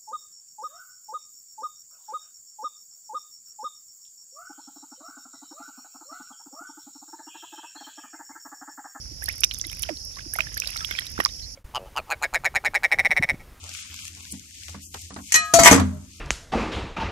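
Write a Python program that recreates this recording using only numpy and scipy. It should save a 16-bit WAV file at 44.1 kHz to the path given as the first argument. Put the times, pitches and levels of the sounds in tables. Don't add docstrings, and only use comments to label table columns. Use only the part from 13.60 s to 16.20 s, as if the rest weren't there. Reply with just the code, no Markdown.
import sys
import numpy as np
from scipy import signal
from scipy.fft import rfft, irfft
from scipy.io import wavfile
from scipy.ndimage import uniform_filter1d

SR = 44100
rng = np.random.default_rng(int(sys.argv[2]) if len(sys.argv) > 2 else 0)


def to_wav(s):
    ch = np.atleast_2d(s).T
    pcm = np.round(np.clip(ch, -1, 1) * 32767)
    wavfile.write(sys.argv[1], SR, pcm.astype(np.int16))


def convert_level_to_amplitude(level_db):
    exponent = np.asarray(level_db, float) / 20
    return 10 ** exponent


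N = 114660
T = np.arange(N) / SR
MODE_SCATTER_DB, PATCHY_DB, DROP_T60_S = 2.0, 2.2, 0.058


def colour(x, table):
    hz = np.maximum(np.fft.rfftfreq(N, 1 / SR), 1)
    points = np.array(table)
    gain_db = np.interp(np.log(hz), np.log(points[:, 0]), points[:, 1])
    y = irfft(rfft(x) * convert_level_to_amplitude(gain_db), N)
    return y / np.sqrt(np.mean(y ** 2))


def wide(middle, b):
    side = signal.lfilter(*signal.butter(1, 840, "high", fs=SR), b)
    return np.array([middle + side, middle - side])


def noise(table):
    return wide(*(colour(rng.standard_normal(N), table) for _ in range(2)))


def below(x, hz):
    return signal.sosfilt(signal.butter(2, hz, fs=SR, output="sos"), x)


def fade(start_s, t60_s, rise_s=0.00032):
    u = np.maximum(T - start_s, 0)
    return (1 - np.exp(-u / rise_s)) * np.exp(-np.log(1000) * u / t60_s)


def walk(rate_hz):
    k = int(SR / rate_hz)
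    steps = np.repeat(rng.standard_normal(N // k + 1), k)
    return 0.81 * uniform_filter1d(uniform_filter1d(steps, k), k)[:N]


def ring(modes, hits, scatter_db, turn, rise_s=0.000095, rough_db=0., rough_hz=40.):
    out = np.zeros((2, N))
    ports = rng.standard_normal((len(modes), 2))
    waver = [(convert_level_to_amplitude(rough_db * walk(rough_hz)), rough_db / 5 * walk(rough_hz)) for _ in modes]
    for start_s, hit_db in hits:
        chance = rng.standard_normal((len(modes), 2))
        for (hz, mode_db, t60_s), (luck, phase), (pan, lag), (swell, slip) in zip(modes, chance, ports, waver):
            i = int(start_s * SR)
            j = min(int((start_s + min(.6, t60_s + 4 * rise_s)) * SR), N)
            u = T[i:j] - start_s
            env = convert_level_to_amplitude(hit_db + mode_db + scatter_db * luck) * swell[i:j]
            env = env * (1 - np.exp(-u / rise_s)) * np.exp(-np.log(1000) * u / t60_s)
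            for port, sign in enumerate((1, -1)):
                angle = 2 * np.pi * hz * u + 0.96 * phase + sign * turn * lag + slip[i:j]
                out[port, i:j] += env * convert_level_to_amplitude(sign * 1.8 * pan) * np.sin(angle)
    return out


# start_s, level_db, brightness_db_per_octave
EFFORT = [(0, -49.5, -3), (0.148, -39, 0.5), (0.301, -43, -1.5), (0.472, -38.5, 1), (0.521, -48.5, 0),
          (.72, -43, 0.5), (0.882, -49, 0), (1.09, -42.5, 0), (1.191, -51, -2), (1.233, -44, 4.5),
          (1.3, -56.5, 8.5), (1.344, -44, -0.5), (1.45, -46, 2.5), (1.53, -50.5, 0.5), (1.6, -52, 7),
          (1.699, -41, -1), (2.35, -59.5, 5), (2.501, -50.5, 0.5)]
# pitch_hz, level_db
MINCE_TONE = [(240, -55), (500, -20), (1200, -12), (1900, -8.5), (2540, -3), (4000, -6), (6760, -0.5),
              (9400, -8), (10900, -15), (12500, -9), (15400, -34)]
# start_s, peak_db, level_db of the part under 5 kHz
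MEAT_SNAPS = [(0.0397, -26, -60), (0.0921, -23.5, -47), (0.116, -35, -37), (0.1496, -33.5, -32),
              (0.1715, -27.5, -41), (0.225, -40, -47), (0.342, -23, -36.5), (0.3625, -26.5, -47),
              (0.39, -28, -35), (0.4527, -23, -35), (0.4796, -21.5, -39), (0.5496, -29.5, -62),
              (0.575, -32.5, -59), (0.606, -34, -38), (0.6523, -45, -38), (0.6686, -35, -50),
              (0.7952, -29.5, -61), (0.9084, -33, -48), (0.951, -33, -58), (0.9836, -37.5, -72),
              (1.0343, -27, -37), (1.0829, -29, -33.5), (1.0955, -27.5, -53), (1.215, -42, -63),
              (1.3416, -22.5, -36), (1.3446, -24, -34.5), (1.4166, -27.5, -42.5), (1.5418, -28.5, -57),
              (1.6469, -38, -48)]


def mince():
    crackle_per_s, crackle_spread_db, crackle_db, shared_db = 160, 6, -5, 1.2
    effort = np.array(EFFORT)
    level_db = np.interp(T, effort[:, 0], effort[:, 1])
    bright = np.interp(T, effort[:, 0], effort[:, 2])
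    bed, shared = 0, walk(34)
    for hz in 450 * 1.6 ** np.arange(8):
        size_db = crackle_spread_db * np.minimum(rng.exponential(size=(2, N)), 3.5)
        size = convert_level_to_amplitude(size_db) * rng.choice([-1., 1.], (2, N))
        pops = (rng.random((2, N)) < crackle_per_s / SR) * size
        wet = [v / v.std() * convert_level_to_amplitude(crackle_db) + rng.standard_normal(N) for v in pops]
        mix = wide(*(colour(v, MINCE_TONE) for v in wet))
        edges = [hz / 1.27, min(hz * 1.27, 19000)]
        band = signal.sosfilt(signal.butter(2, edges, "band", fs=SR, output="sos"), mix)
        band_db = shared_db * shared + PATCHY_DB * walk(12) + bright * np.log2(hz / 5000)
        bed = bed + band * convert_level_to_amplitude(band_db)
    raw = noise(MINCE_TONE)
    low = below(raw, 4800)
    high = raw - low
    snaps = 0
    for start_s, peak_db, low_db in MEAT_SNAPS:
        snap = convert_level_to_amplitude(peak_db - 7) * high + convert_level_to_amplitude(low_db + 7.5) * low
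        snaps = snaps + fade(start_s, 0.012, 0.00033) * snap
    return convert_level_to_amplitude(level_db - 3.0) * bed + snaps + peel()


# pitch_hz, level_db per Hz
PALM_TONE = [(3500, -27), (6000, -14), (7500, -0.5), (10500, -2.3), (12000, -13), (15000, -25)]


def peel():
    start_s, end_s, level_db, growth_db, ticks_per_s = .703, .7256, -33, 16, 1500
    grow = convert_level_to_amplitude(level_db + growth_db * (T - end_s) / (end_s - start_s)) * (T > start_s) * (T < end_s)
    ticks = (rng.random(N) < ticks_per_s / SR) * convert_level_to_amplitude(2.2 * rng.standard_normal(N)) * grow
    env = signal.lfilter([1], [1, -.9], ticks) + .4 * grow
    env = env + convert_level_to_amplitude(level_db + 9) * fade(end_s - .0006, .004, .0001)
    return env * noise(PALM_TONE)


# pitch_hz, level_db, t60_s
WALL_MODES = [(1892, 7.5, 0.2), (2484, -5.5, .3), (3010, -6, 0.26), (3348, -16.5, 0.5), (3564, -10, 0.081),
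              (4068, -4, 0.28), (4503, -19, 0.41), (5410, -14.5, 0.2), (5870, -12.5, .22),
              (6250, -6.5, 0.09), (6632, -13, 0.31), (7960, -16, 0.1)]
# pitch_hz, level_db, t60_s
SWELL_MODES = [(694, -40.5, 1.5), (1254, -21, 0.82), (1660, -33, 1.2)]
# pitch_hz, level_db, t60_s
RIM_MODES = [(676, 4.5, 1), (1320, -12.5, 0.75), (3150, -24, .3), (3880, -17, 0.94), (4492, -9.5, .6),
             (5580, -13.5, 0.093), (6804, -3.5, 0.18)]
LIFTED_PITCHES = [680, 870, 970, 1166, 1475, 1954, 2163, 3072, 3919, 6150]
# level_db, t60_s
LIFTED_RINGS = [(2.5, 0.17), (-4, 0.41), (0.5, 0.67), (-4.5, 0.87), (-17.5, 0.45), (3, 0.62), (0, 0.82),
                (-2.5, 0.2), (-22.5, .1), (-17, .15)]
# start_s, ring_db, clang_db, clang_t60_s, low_db of the clang under 4.5 kHz
WALL_STRIKES = [
    (1.7211, -36, -18, 0.021, -10.5),
    (1.727, -63, -33, 0.22, -5.5),
    (1.7425, -20.5, -14, 0.049, -3),
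    (1.756, -18, -23.5, 0.16, -4),
]
RIM_STRIKES = [
    (1.9381, -14.5, -20, 0.28, -13),
    (1.9887, -11, -23, 0.23, -8.5),
]
LIFTED_STRIKES = [
    (1.9887, -28, -41, 0.16, -2.2),
    (2.0341, -24, -15, 0.35, 1),
    (2.0575, -10.5, -18, 0.72, 7),
    (2.075, -24.5, -31, 0.23, 9),
]
# pitch_hz, level_db, t60_s
BANGLE_MODES = [(5830, -4.5, 0.18), (6360, 2, 0.079), (6660, 4.6, 0.08), (7600, -5, 0.092)]
# start_s, level_db
BANGLE_KNOCKS = [
    (1.7215, -23.5),
    (1.7414, -15.5),
    (1.9388, -18.5),
    (2.0354, -17.5),
    (2.1114, -16.5),
]
# pitch_hz, level_db, t60_s
LANDED_MODES = [(191, -0.5, .3), (280.7, 2.5, 0.24), (467, -3.5, 0.17), (600, -0.5, 0.16),
                (664.5, -2, 0.16), (855, -3.5, 0.22)]
# start_s, level_db
LANDINGS = [
    (2.1118, -12),
    (2.129, -23.5),
]
# start_s, counter_db, knock_db, clang_db
BOWL_DROPS = [
    (1.9369, -23.5, -17, -28.5),
    (1.9898, -19, -15.5, -49.5),
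    (2.09, -28.5, -15.5, -29),
    (2.1113, -23, -12, -12.5),
    (2.128, -21, -17, -23),
    (2.146, -21.5, -27, -32),
    (2.1601, -26, -36, -23),
    (2.177, -27.5, -26, -39),
    (2.197, -22, -25.5, -32.5),
]
# pitch_hz, level_db per Hz
CLANG_TONE = [(180, -12), (300, -6.5), (719, -14), (1490, -11.5), (1930, -5.5), (2320, -8.5), (3740, -13.5),
              (6340, -2), (15400, -23.5)]


def steel():
    out = ring(BANGLE_MODES, BANGLE_KNOCKS, MODE_SCATTER_DB, 0.17, rough_db=0.5, rough_hz=87.1)
    out = out + ring(LANDED_MODES, LANDINGS, MODE_SCATTER_DB, 0.12, rise_s=0.0014, rough_db=3.)
    lifted_modes = [(hz, *rest) for hz, rest in zip(LIFTED_PITCHES, LIFTED_RINGS)]
    # start_s, sudden drop_db, t60_s after it
    holds = ((WALL_MODES, WALL_STRIKES, (1.936, -14, .03)),
             (RIM_MODES, RIM_STRIKES, (2.037, -8.5, 0.25)),
             (lifted_modes, LIFTED_STRIKES, (2.088, -8.5, 0.28)))
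    high, low = 0, 0
    for modes, strikes, (choke_s, drop_db, choke_t60_s) in holds:
        u = np.maximum(T - choke_s, 0)
        choke = convert_level_to_amplitude(drop_db * np.minimum(u / 0.0022, 1) - 60 * u / choke_t60_s)
        hits = [strike[:2] for strike in strikes]
        rung = ring(modes, hits, .5 * MODE_SCATTER_DB, 0.52, rough_db=0.9, rough_hz=45.4)
        if modes is WALL_MODES:
            rung = rung + ring(SWELL_MODES, [(strikes[2][0], 0)], 0, 0.36, rise_s=0.03, rough_db=2.8)
        out = out + choke * rung
        for start_s, _, clang_db, clang_t60_s, low_db in strikes:
            env = choke * convert_level_to_amplitude(clang_db) * fade(start_s, clang_t60_s)
            high = high + env
            low = low + convert_level_to_amplitude(low_db) * env
    drops = sum(convert_level_to_amplitude(clang_db) * fade(start_s, DROP_T60_S) for start_s, _, _, clang_db in BOWL_DROPS)
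    raw = noise(CLANG_TONE)
    raw_low = below(raw, 4500)
    clang = convert_level_to_amplitude(5.6 * walk(150)) * ((high + drops) * (raw - raw_low) + (low + drops) * raw_low)
    return out + convert_level_to_amplitude(-5) * clang + dense(clang)


def dense(x):
    hz = np.fft.rfftfreq(N, 1 / SR)
    bank = 0
    for place, damping, weakness in rng.random((140, 3)):
        mode_hz = 900 * 14 ** place
        half_hz = np.log(1000) / (2 * np.pi * .13 * (.5 + damping))
        half_hz = half_hz * max(mode_hz / 4000, 1)
        bank = bank + convert_level_to_amplitude(-14 * weakness) * np.sqrt(mode_hz / half_hz) / (1 + 1j * (hz - mode_hz) / half_hz)
    y = irfft(rfft(x, axis=1) * bank, N, axis=1)
    return y * np.sqrt(np.sum(x ** 2) / np.sum(y ** 2))


# pitch_hz, level_db, t60_s
COUNTER_MODES = [(88.6, -11, 0.38), (150.3, -9, 0.47), (199.1, -1, 0.42), (250.1, -4, 0.37),
                 (283.1, -4.5, 0.4), (331, -8, 0.17), (605, -25, 0.99), (404, -25.5, 0.62)]
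# start_s, level_db
SETTLING = [
    (2.134, -20),
    (2.182, -15.5),
]
# start_s, boom_db, thump_db, knock_db
HAND_PUSHES = [(0.019, -30.5, -54, -71), (0.089, -48, -73, -50.5), (0.221, -53, -53, -80),
               (0.432, -73, -79, -75), (0.722, -34.5, -30, -47), (0.928, -49, -67, -80),
               (1.049, -38, -65, -71), (1.089, -31.5, -48, -48.5), (1.144, -35, -34, -38),
               (1.344, -36, -50, -35), (1.412, -32, -82, -77), (1.505, -62, -42, -39),
               (1.521, -52, -38, -53), (1.562, -33.5, -33, -34), (1.587, -58, -38.5, -40),
               (1.743, -40, -45.5, -50), (1.789, -55, -41.5, -60)]
# start_s, level_db, t60_s
BOWL_SHUDDERS = [
    (0.03, -48.5, 0.3),
    (.56, -58, 0.38),
    (0.691, -54, 0.36),
    (1.7426, -39.5, .3),
]
# pitch_hz, level_db per Hz
KNOCK_TONE = [(120, -3), (250, -8), (750, -6), (1100, -5), (1600, -11), (2500, -20), (5000, -23),
              (7000, -62.5)]
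# pitch_hz, level_db
RUMBLE_TONE = [(12, -70.5), (20, -31), (86, 3.5), (114, -14), (232, -16.5), (288, -14), (500, -35),
               (650, -45), (1100, -120)]


def counter():
    drops = [drop[:2] for drop in BOWL_DROPS]
    out = ring(COUNTER_MODES, drops, MODE_SCATTER_DB, 0.45, rise_s=0.0072, rough_db=7.0, rough_hz=28.075)
    out = out + ring([(87.6, 0, 0.51)], SETTLING, 0, .05, rise_s=.012)
    out = out * convert_level_to_amplitude(-60 * np.maximum(T - 2.445, 0) / .15)
    booms = [push[:2] for push in HAND_PUSHES]
    out = out + ring([(84.6, 0.025, 0.25)], booms, 0, 0.03, rise_s=0.017)
    soft = [(hz, level_db, t60_s * 0.49) for hz, level_db, t60_s in COUNTER_MODES[1:6]]
    thumps = [(start_s, thump_db) for start_s, _, thump_db, _ in HAND_PUSHES]
    out = out + ring(soft, thumps, MODE_SCATTER_DB, 0.24, rise_s=0.011, rough_db=0.5)
    knocks = 0
    for start_s, _, _, knock_db in HAND_PUSHES:
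        knocks = knocks + convert_level_to_amplitude(knock_db) * fade(start_s, 0.085, 0.00058)
    for start_s, _, knock_db, _ in BOWL_DROPS:
        knocks = knocks + convert_level_to_amplitude(knock_db) * fade(start_s, 1.83 * DROP_T60_S)
        knocks = knocks + convert_level_to_amplitude(knock_db - 28.5) * fade(start_s, 0.56, 0.0076)
    for start_s, level_db, t60_s in BOWL_SHUDDERS:
        knocks = knocks + convert_level_to_amplitude(level_db) * fade(start_s, t60_s, 0.0066)
    rumble = convert_level_to_amplitude(-52 + PATCHY_DB * walk(3.7)) * noise(RUMBLE_TONE)
    return out + knocks * noise(KNOCK_TONE) + rumble


# pitch_hz, level_db, t60_s
WOBBLE_MODES = [(196.7, -1.5, 0.51), (253, -0.8, 0.49), (284, -9, 0.51), (157, -8, 0.42)]
# start_s, level_db
NUDGES = [
    (2.17, -23.5),
    (2.245, -28),
]


def wobble():
    return ring(WOBBLE_MODES, NUDGES, MODE_SCATTER_DB, .15, rise_s=0.013, rough_db=4.5, rough_hz=21.94)


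def scene():
    room_t60_s, room_db = .3, -17
    dry = 0
    for source, pan_db in ((mince(), 4.0), (steel(), 3.5), (counter(), -1)):
        dry = dry + source * convert_level_to_amplitude(np.array([[pan_db], [-pan_db]]) / 2)
    u = T[:int(.4 * SR)]
    tail = rng.standard_normal((2, len(u))) * np.exp(-np.log(1000) * u / room_t60_s) * (u > .004)
    tail = tail / np.sqrt(np.sum(tail ** 2, axis=1, keepdims=True))
    room = signal.fftconvolve(dry, tail, axes=1)[:, :N]
    return dry + convert_level_to_amplitude(room_db) * room + wobble()


def starve(x):
    gate_db, floor_db, wander_db, loud_db, tilt_db = -7, -83, 3.5, -63, -2.0
    hz, _, z = signal.stft(x, SR, nperseg=2048)
    power = np.sum(np.abs(z) ** 2, axis=0)
    inside = (hz > 260) & (hz < 16000)
    band = np.floor(np.log(1 + hz / 1200) * 9)
    treble = np.maximum(power[inside & (hz > 1800)].mean(axis=0), convert_level_to_amplitude(2 * floor_db))
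    keep = np.ones_like(power)
    for b in np.unique(band[inside]):
        rows = inside & (band == b)
        band_hz = hz[rows].mean()
        band_power = power[rows].mean(axis=0)
        over_db = 10 * np.log10(band_power / treble + 1e-12) - gate_db
        over_db = over_db - tilt_db * max(np.log2(band_hz / 2000), 0) - 2.5 * (band_hz < 2000)
        wander = uniform_filter1d(rng.standard_normal(len(over_db)), size=5) * np.sqrt(5)
        keep[rows] = np.clip(over_db + wander_db * wander + .5, 0, 1)
        keep[rows] = np.maximum(keep[rows], band_power > convert_level_to_amplitude(2 * loud_db))
    return signal.istft(z * keep, SR, nperseg=2048)[1][:, :N]


def top_cut(x):
    return signal.sosfilt(signal.butter(12, 15590, fs=SR, output="sos"), x)


def record(dry):
    x = signal.sosfilt(signal.ellip(6, .2, 50, 15600, fs=SR, output="sos"), starve(dry))
    x = signal.lfilter(*signal.butter(2, 45, "high", fs=SR), x)
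    return top_cut(np.clip(x, -.97, .97))


dry = scene()
out = record(dry)
to_wav(out)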